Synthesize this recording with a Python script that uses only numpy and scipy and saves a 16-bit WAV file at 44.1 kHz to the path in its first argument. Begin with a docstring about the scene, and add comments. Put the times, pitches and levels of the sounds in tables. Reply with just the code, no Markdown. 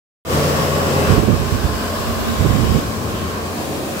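"""A hand dryer blows steadily in a tiled washroom, very close: noise roar, whine tones, narrow booms.
Its jet, banded stereo noise, rushes and hisses over a turning hand, with low rumble and passing resonances.
Twice the deflected air hits the right microphone port hard: enveloped low noise with a tearing edge.
The microphone moves from the front of the dryer to the outlet, then beside the nozzle."""
import sys
import numpy as np
from scipy import signal
from scipy.fft import rfft, irfft, next_fast_len
from scipy.io import wavfile
from scipy.ndimage import uniform_filter1d, map_coordinates

SR = 44100
rng = np.random.default_rng(int(sys.argv[2]) if len(sys.argv) > 2 else 0)


def digitize_waveform(pressure):
    """Quantize a signal to 16-bit integers and store it at the path in sys.argv[1].

    Rows of a 2-D input are taken as channels; values are limited to [-1, 1].
    """
    field = np.atleast_2d(pressure).T
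    bounded = np.clip(field, -1, 1)
    quanta = np.round(bounded * 32767).astype(np.int16)
    wavfile.write(sys.argv[1], SR, quanta)


N = 176400  # 4 s

# Spectrum of wind thumps on the port. Each row: frequency in Hz, density in dB per Hz.
THUMP_SPECTRUM = [(20, -34), (38, -14), (62, 0), (95, 0), (140, -3), (200, -11), (330, -25), (700, -42),
                  (2000, -70)]
# Spectrum of their tearing edge. Each row: frequency in Hz, density in dB per Hz.
TEAR_SPECTRUM = [(70, -12), (170, 2), (280, 0), (450, -7), (800, -22), (2000, -44), (6000, -60)]


def amp(db):
    """Decibels to gain."""
    return 10 ** (np.asarray(db) / 20)


def unit(x):
    """Scale to rms 1."""
    return x / np.sqrt(np.mean(x ** 2) + 1e-20)


def along(points, hz):
    """Interpolate (Hz, value) points on a log frequency axis."""
    f, v = np.transpose(points)
    return np.interp(np.log(hz + 1), np.log(f + 1), v)


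def curves(rows):
    """One value per sample for each column after the time in seconds."""
    s, *cols = np.transpose(rows)
    return [np.interp(np.arange(N) / SR, s, c) for c in cols]


def wobble(rate_hz):
    """A smooth random curve through normal knots, rate_hz of them a second."""
    knots = rng.standard_normal(N // 50)
    return map_coordinates(knots, [np.arange(N) * rate_hz / SR], mode="mirror")


def filtered(x, response):
    """Multiply the spectrum of x by a response of frequency in Hz."""
    m = next_fast_len(N + SR // 2)
    return irfft(rfft(x, m) * response(np.fft.rfftfreq(m, 1 / SR)), m)[..., :N]


def panned(lean_db):
    """Left and right gains for a left-minus-right level difference."""
    return amp(np.array([lean_db, -lean_db]) / 2)


def resonance(centre_hz, half_width_hz):
    """Stereo noise through a peak whose gain is halved half_width_hz off centre."""
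    white = rng.standard_normal((2, N))
    return filtered(white, lambda hz: 1 / (1 + ((hz - centre_hz) / half_width_hz) ** 2))


def bell_curve(centre_s, half_length_s):
    """Gaussian envelope, peak 1, down to exp(-2) at half_length_s."""
    t = np.arange(N) / SR
    return np.exp(-2 * ((t - centre_s) / half_length_s) ** 2)


def noise(spectrum):
    """Mono noise of rms 1 with the given spectrum."""
    return unit(filtered(rng.standard_normal(N), lambda hz: amp(along(spectrum, hz))))


def air(spectrum):
    """Stereo noise of rms 1; tiles ripple its spectrum finely, the moving hand shifts broad patches."""
    # Depth of the ripple from tile echoes. Each row: frequency in Hz, depth in dB.
    ripple_depth = [(1000, 2), (3000, 1.3), (8000, .6), (15000, .4)]
    # Depth of the hand's colour patches. Each row: frequency in Hz, depth in dB.
    patch_depth = [(500, .3), (1500, 1.1), (4000, 1.1), (8000, .7), (15000, .5)]
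    # Likeness of the two ports. Each row: frequency in Hz, coherence.
    coherence = [(80, .88), (500, .76), (720, .08), (1200, -.1), (2800, -.17), (4400, 0)]

    freqs_hz, _, z = signal.stft(rng.standard_normal((2, N)), SR, nperseg=4096)
    ripple = uniform_filter1d(rng.standard_normal(z.shape), size=3, axis=1)  # along frequency
    ripple = uniform_filter1d(ripple, size=18, axis=2)  # along time
    patches = uniform_filter1d(rng.standard_normal(z.shape[1:]), size=32, axis=0)
    patches = uniform_filter1d(patches, size=8, axis=1)
    colour_db = along(ripple_depth, freqs_hz)[:, None] * unit(ripple)
    colour_db = colour_db + along(patch_depth, freqs_hz)[:, None] * unit(patches)
    pair = signal.istft(z * amp(colour_db), nperseg=4096)[1][:, :N]

    def mid_side_response(hz):
        angle = np.arccos(np.clip(along(coherence, hz), -1, 1)) / 2
        return amp(along(spectrum, hz)) * np.array([np.cos(angle), np.sin(angle)])

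    mid, side = filtered(pair, mid_side_response)
    return unit(np.array([mid + side, mid - side]))


def places():
    """Share of the microphone places (front, outlet, beside nozzle) over time."""
    # Microphone moves. Each row: centre in seconds, length in seconds.
    moves = [(1.18, 0.29), (3.485, 0.31)]
    t = np.arange(N) / SR
    first, second = [np.clip((t - s) / length_s + .5, 0, 1) for s, length_s in moves]
    return np.array([1 - first, first - second, second]).clip(0, 1)


def roar(place):
    """Broadband blower noise; its colour crossfades at equal power between places."""
    # Roar spectra at front, outlet and beside nozzle. Each row: frequency in Hz, density in dB per Hz.
    front = [(25, -28), (55, -7), (115, -2.5), (180, 1), (260, -2.5), (430, 0.5), (680, -1.5), (830, -5),
             (1050, -2), (1300, -8), (1700, -10.5), (2100, -17), (3500, -60)]
    near = [(25, -20), (55, 10.5), (115, -9.5), (200, 1), (330, 2), (440, 5.5), (490, -2), (560, 2),
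            (700, 0.5), (880, -4.5), (1080, 1.5), (1300, -4), (1650, -5), (1850, -12.5), (3500, -41)]
    beside = [(25, -34), (55, -20), (115, -19), (195, 3.5), (440, 4), (490, -3), (560, -3.5), (720, 1.5),
              (880, -5.5), (1080, -4.5), (1300, -9.5), (1850, -13.5), (3500, -60)]
    return sum(np.sqrt(share) * air(colour) for share, colour in zip(place, (front, near, beside)))


def booms(place):
    """Narrow resonances of housing and room hum, partly steadied in level, and drift in pitch together."""
    # Each row: centre in Hz, half-width in Hz, level over the roar in dB at front, outlet, beside nozzle.
    modes = [(86.8, 3.5, -9.5, -8, -13.5), (144.3, 3, -7, -24, -15), (225.3, 6.1, -12.5, -9, -12),
             (537, 35, -8.5, -16, -11), (1074, 47, -23, -11, -22)]
    coherence, steadiness = 0.84, .8  # steadiness 1 holds the level, 0 lets it swell and fade
    angle = np.arccos(coherence) / 2
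    drift_s = np.cumsum(.012 * wobble(10)) / SR  # relative pitch drift, integrated
    out = 0
    for centre_hz, half_width_hz, *levels_db in modes:
        ring = signal.hilbert(resonance(centre_hz, half_width_hz))
        drifted = (ring * np.exp(2j * np.pi * centre_hz * drift_s)).real
        mid, side = drifted / np.abs(ring) ** steadiness
        mid, side = np.cos(angle) * unit(mid), np.sin(angle) * unit(side)
        out = out + amp(np.array(levels_db) @ place) * np.array([mid + side, mid - side])
    return out


def whine(place):
    """Thin tones that wander with the shaft speed and flutter separately at each port."""
    # Blower tones, in Hz.
    tones_hz = [1118, 3014, 5420]
    # One row per tone: level over the roar in dB at front, outlet, beside nozzle.
    tone_levels = [(-16, -24, -29), (-31, -37, -40), (-31, -37, -40)]
    flutter_db, speed_wander = 2, .0012  # wander relative to shaft speed
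    warped_s = np.cumsum(1 + speed_wander * wobble(39.3)) / SR
    out = 0
    for tone_hz, levels_db in zip(tones_hz, tone_levels):
        ports = []
        for _ in range(2):
            flutter = amp(flutter_db * wobble(20))
            ports.append(flutter * np.sin(2 * np.pi * tone_hz * warped_s + wobble(10)))
        out = out + amp(np.array(levels_db) @ place) * unit(np.array(ports))
    return out * panned(lean_db=np.array([5.0]))


def blower():
    """Roar, booms and whine share one level; their balance follows the microphone place."""
    # Each row: time in seconds, level in dB.
    roar_level = [(.35, -18.5), (.7, -19.5), (1.14, -19.5), (1.25, -24.5), (1.5, -25.5), (1.9, -23.5),
                  (2.75, -24.5), (3.0, -28.5), (3.45, -26), (3.7, -24.5), (4, -26)]
    # Stereo lean of roar and booms. Each row: frequency in Hz, left minus right in dB.
    roar_lean = [(90, 3.5), (200, 1.5), (600, -1), (1100, 1.5), (1800, -0.5)]
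    level_db, = curves(roar_level)
    place = places()
    body = roar(place) * amp(0.47 * wobble(17)) + booms(place)
    body = filtered(body, lambda hz: panned(along(roar_lean, hz)))
    return amp(level_db) * (body + whine(place))


def rush():
    """Turbulent noise of the jet leaving the outlet; it changes colour beside the nozzle."""
    # Each row: time in seconds, level in dB, left minus right in dB.
    rush_level = [(.36, -26.5, -2.5), (.8, -28.5, -1.5), (1.13, -27.5, -1), (1.23, -32.5, -1.5),
                  (1.9, -32, -2.5), (2.4, -30.5, -3), (2.78, -31, 1), (2.82, -32.5, -3), (3.07, -34.5, -4),
                  (3.49, -34.5, -3.5), (3.61, -32.5, -2.5), (3.85, -34, -2.5), (4, -31.5, -2)]
    # Spectra ahead of and beside the nozzle. Each row: frequency in Hz, density in dB per Hz.
    ahead_spectrum = [(1000, -16), (1850, -2), (2400, 2.5), (3150, 0.5), (3600, -1), (4600, -1),
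                      (5200, -0.5), (5600, -4), (6900, -4.5), (8050, -3), (8600, -11), (10000, -48)]
    beside_spectrum = [(1000, -18), (1850, -1), (2200, 1), (2500, 4.5), (2900, 1), (3700, 0), (5000, -2.5),
                       (6100, -3), (7950, -2.5), (8600, -7), (9500, -7), (10500, -35)]
    # Stereo lean. Each row: frequency in Hz, left minus right in dB.
    rush_lean = [(4000, 3.5), (6500, 5.2), (8000, 4), (9000, 2)]
    level_db, lean_db = curves(rush_level)
    beside = places()[-1]
    stream = np.sqrt(1 - beside) * air(ahead_spectrum) + np.sqrt(beside) * air(beside_spectrum)
    stream = filtered(stream, lambda hz: panned(along(rush_lean, hz)))
    return stream * amp(level_db) * panned(lean_db)


def hiss():
    """High turbulent noise of air on the hand."""
    # Each row: time in seconds, level in dB, left minus right in dB.
    hiss_level = [(.36, -33, -1), (.62, -35.2, 0), (.97, -35.8, -.7), (1.14, -34.8, -.3),
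                  (1.26, -40.5, -.3), (2.16, -37.6, -4), (2.55, -38, 0), (2.75, -38, 2), (2.85, -40.9, 0),
                  (3.48, -42.6, -.3), (3.56, -39.3, .6), (3.85, -39.4, .6), (4, -37.3, 1)]
    # Each row: frequency in Hz, density in dB per Hz.
    hiss_spectrum = [(6000, -40), (8400, -5), (9100, -.7), (10400, -.7), (12500, .3), (15900, -.7),
                     (16400, -50)]
    level_db, lean_db = curves(hiss_level)
    return air(hiss_spectrum) * amp(level_db) * panned(lean_db)


def jet():
    """The air stream's rush and hiss with a slight shared flutter."""
    return (rush() + hiss()) * amp(0.42 * wobble(17))


def hand_rumble():
    """The jet breaks on the hand with a low rumble."""
    # Each row: time in seconds, level in dB.
    rumble_level = [(.3, -27), (.88, -33), (.98, -20.5), (1.15, -35), (1.4, -32.5), (2.35, -42),
                    (2.75, -26), (3.15, -24.5), (3.4, -32.5), (3.78, -34), (3.92, -36.5)]
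    # Each row: frequency in Hz, density in dB per Hz.
    rumble_spectrum = [(40, -25), (60, -11), (82, -4.5), (120, -7), (260, -11), (400, -16.5), (800, -22.5),
                       (2000, -45)]
    level_db, = curves(rumble_level)
    return amp(level_db) * air(rumble_spectrum) * panned(lean_db=np.array([3.0]))


def swishes():
    """Resonances of the gap between outlet, hand and microphone swell and fade as the hand turns."""
    # Each row: centre in seconds, half-length in seconds, centre in Hz, half-width in Hz, peak level in dB.
    bands = [(.45, 0.23, 8100, 350, -51), (1.094, .1, 1400, 400, -28), (1.9, 0.4, 5200, 170, -44),
             (2.264, .12, 227.5, 7.5, -22), (2.685, 0.22, 3030, 300, -39), (3.185, 0.16, 3020, 800, -37.5),
             (3.34, 0.1, 1550, 230, -40), (3.99, 0.11, 1290, 380, -35)]
    out = 0
    for s, half_length_s, centre_hz, half_width_hz, db in bands:
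        band = unit(resonance(centre_hz, half_width_hz))
        out = out + amp(db) * bell_curve(s, half_length_s) * band
    return out


def wind_buffet():
    """Eddies thump on the right port; tearing at higher pitch grows faster than the wind."""
    # Steady wind on the right port. Each row: time in seconds, level in dB.
    wind_level = [(.3, -44), (1.05, -36), (1.09, -14.5), (1.33, -14), (1.49, -22), (1.7, -22), (1.92, -34),
                  (2.0, -23), (2.36, -26), (2.41, -15), (2.8, -15), (2.82, -38)]
    full_wind_db, tear_below_full_db = -15, -6
    tear_growth = 2.05  # dB of tearing per dB of wind
    wind_db, = curves(wind_level)
    eddies_db, grain_db = 1.4 * wobble(45), 2.2 * wobble(160)
    thumps = amp(wind_db) * unit(amp(eddies_db) * noise(THUMP_SPECTRUM))
    tearing = unit(amp(tear_growth * eddies_db + grain_db) * noise(TEAR_SPECTRUM))
    tear_db = full_wind_db + tear_below_full_db + tear_growth * (wind_db - full_wind_db)
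    return np.array([np.zeros(N), thumps + amp(tear_db) * tearing])


def gusts():
    """Short bell-shaped puffs thrown off the hand: a thump with a tearing edge, mostly at the right port."""
    # Each row: centre in seconds, thump level at the peak in dB, tearing level at the peak in dB.
    puffs = [(1.097, -9, -16), (1.135, -10.5, -19), (1.187, -7, -11), (1.235, -11, -14), (1.29, -10, -9.5),
             (1.338, -11, -17), (1.54, -10, -28), (1.65, -10, -27), (2.1, -18, -32), (2.415, -11, -20),
             (2.457, -12.5, -14), (2.502, -9.5, -19), (2.537, -12, -23), (2.6, -14, -17),
             (2.635, -13, -12.5), (2.755, -9, -12), (2.79, -15, -16)]
    half_length_s, left_leak_db = .022, -22.5
    thump = noise(THUMP_SPECTRUM)
    tear = amp(2.8 * wobble(160)) * noise(TEAR_SPECTRUM)
    out = 0
    for s, thump_db, tear_db in puffs:
        bell = bell_curve(s, half_length_s)
        puff = amp(thump_db) * unit(bell * thump) + amp(tear_db) * unit(bell * tear)
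        out = out + bell.std() * puff  # undoes the whole-length rms scaling
    return np.array([amp(left_leak_db) * out, out])


def scene():
    """The dryer, its jet on the hand, and wind on the right port."""
    return blower() + jet() + hand_rumble() + swishes() + wind_buffet() + gusts()


def record(dry):
    """Cut the deepest bass, fade in, round off peaks near full scale and cut the top."""
    low_cut_hz, top_hz, start_s = 26, 15800, 0.25
    t = np.arange(N) / SR - start_s
    x = signal.sosfilt(signal.butter(2, low_cut_hz, "highpass", fs=SR, output="sos"), dry)
    x = x * np.clip(t / 0.097 + 0.13, 0, 1) * (t > 0)  # silence, then gain 0.13 to 1 in 84 ms
    x = x / (1 + np.abs(x) ** 6) ** (1 / 6)
    return filtered(x, lambda hz: np.clip((top_hz - hz) / 100 + .5, 0, 1))


dry = scene()
out = record(dry)
digitize_waveform(out)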